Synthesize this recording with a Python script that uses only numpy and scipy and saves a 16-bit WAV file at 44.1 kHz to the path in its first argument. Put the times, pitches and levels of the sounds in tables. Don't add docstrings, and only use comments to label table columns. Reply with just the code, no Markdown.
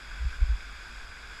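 import sys
import numpy as np
from scipy import signal
from scipy.fft import rfft, irfft, next_fast_len
from scipy.io import wavfile
from scipy.ndimage import uniform_filter1d, map_coordinates

SR = 44100
rng = np.random.default_rng(int(sys.argv[2]) if len(sys.argv) > 2 else 0)


def wav_record(signal):
    frames = np.transpose(np.atleast_2d(signal))
    bounded = np.clip(frames, -1, 1)
    quanta = np.round(bounded * 32767).astype(np.int16)
    wavfile.write(sys.argv[1], SR, quanta)


def ratio(d):
    e = np.asarray(d, float) / 20
    return 10 ** e


N = 61740


def unit(x):
    return x / np.sqrt(np.mean(x ** 2) + 1e-20)


def along(points, hz):
    f, level = np.transpose(points)
    return np.interp(np.log(hz + 1), np.log(f + 1), level)


def wobble(rate):
    return map_coordinates(rng.standard_normal(200), [np.arange(N) * rate / SR])


def filtered(x, response):
    m = next_fast_len(N + SR // 2)
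    spectrum = rfft(x, m) * response(np.fft.rfftfreq(m, 1 / SR))
    return irfft(spectrum, m)[..., :N]


# f/Hz, level/dB per Hz
TREMOR = [(12, -2), (22, -4), (50, 4), (66, -8.5), (90, -29.5), (140, -23.5), (220, -67), (400, -120)]
# t/s, level/dB over the resting tremor
GRIP = [(0, -5), (.13, 8), (.19, 3), (.33, 7.5), (.4, 1.5), (.44, 3), (.57, 7.5), (.62, 0), (.68, 5),
        (.8, -0.5), (.87, -1.5), (.99, 4.5), (1.06, 3.5), (1.18, -4.5), (1.3, -0.5), (1.4, -5)]


def tremor():
    t = np.arange(N) / SR
    shake = unit(filtered(rng.standard_normal(N), lambda hz: ratio(along(TREMOR, hz))))
    power = np.abs(uniform_filter1d(shake ** 2, size=2000))
    steady = unit(shake / np.sqrt(.1 + power))
    tremor_db, sway_db = -47, 1
    grip_db = np.interp(t, *np.transpose(GRIP))
    return steady * ratio(tremor_db + grip_db + sway_db * wobble(4.6))


# centre t/s, f/Hz, level/dB, half length/s
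BUMPS = [(.2125, 54, -29, .008), (.2295, 58, -28, .009), (.2455, 66, -29, .006), (.2525, 115, -36, .0035),
         (.269, 52, -20, .011), (.398, 30, -30, .010), (.4285, 46, -12, .0085), (.4635, 38, -24, .011),
         (.5025, 52, -18, .009), (.5205, 54, -24, .007), (.5395, 42, -22, .011)]
PUSH = [1, 1, 1, -1, -1, 1, 1, 1, 1, 1, 1]


def bumps():
    t = np.arange(N) / SR
    out = np.zeros(N)
    for (centre, hz, db, half), sign in zip(BUMPS, PUSH):
        since = t - centre
        envelope = np.exp(-.5 * (since / half) ** 2)
        out += sign * ratio(db) * envelope * np.sin(2 * np.pi * hz * since)
    return out


def fizz(count):
    middle_hz, spread, cycles, size_db = 2518, 0.59, 4.7, 2.5
    when, size = rng.random((count, 2)).T
    hz = middle_hz * np.exp(spread * rng.standard_normal(count))
    n = np.arange(300)
    turns = np.clip(hz, 500, 12000)[:, None] * n / SR
    level = ratio(-size_db * np.log(1 - size))[:, None]
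    grains = level * np.sin(2 * np.pi * turns) * np.exp(-turns / cycles * 2)
    places = (when * N).astype(int)[:, None] + n
    return unit(np.bincount(places.ravel(), grains.ravel())[:N])


def rush(depth_db):
    z = signal.stft(rng.standard_normal(N), nperseg=512)[2]
    field = uniform_filter1d(rng.standard_normal(z.shape), size=8, axis=0)
    field = uniform_filter1d(field, size=10, axis=1)
    return signal.istft(z * ratio(depth_db * unit(field)), nperseg=512)[1][:N]


# f/Hz, width/Hz, level/dB
SHELL = [(1554, 191, 12.5), (1866, 390, -5.5), (2400, 640, 6), (2740, 166, -9), (3063, 520, -13),
         (3350, 290, 7.5), (4200, 640, -3.5), (4740, 330, 5), (4997, 235, 8.5), (6220, 730, -7.5),
         (6540, 200, 7), (7540, 800, 7.5), (8600, 2050, -6.5), (11370, 620, 3)]


def shell(hz):
    centre, width, db = np.transpose(SHELL)[:, :, None]
    stiffness = centre * centre - hz * hz
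    damping = 1j * hz * width
    return np.prod((stiffness + damping * ratio(db)) / (stiffness + damping), axis=0)


# f/Hz, level/dB per Hz
FALL = [(60, 5), (300, -0.5), (600, -3), (1200, 1.5), (3000, -1), (7000, -12.5), (10000, -17),
        (15000, -35.5)]


def spillway():
    rush_db, fizz_db = -46, -61
    surge = ratio(.15 * wobble(3) + .35 * wobble(18))
    water = rush(depth_db=0.44) + ratio(fizz_db - rush_db) * fizz(count=5000)
    inside = filtered(water, lambda hz: ratio(along(FALL, hz)) * shell(hz))
    return ratio(rush_db) * surge * unit(inside)


def scene():
    return (tremor() + bumps() + spillway())[None]


def band_limit(x):
    return signal.sosfilt(signal.butter(12, 15290, fs=SR, output="sos"), x)


def record(dry):
    def port(hz):
        dip_db = -5 * np.exp(-((hz - 13400) / 250) ** 2)
        return ratio(dip_db) * (hz < 15290)

    return band_limit(filtered(dry, port))


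dry = scene()
out = record(dry)
wav_record(out)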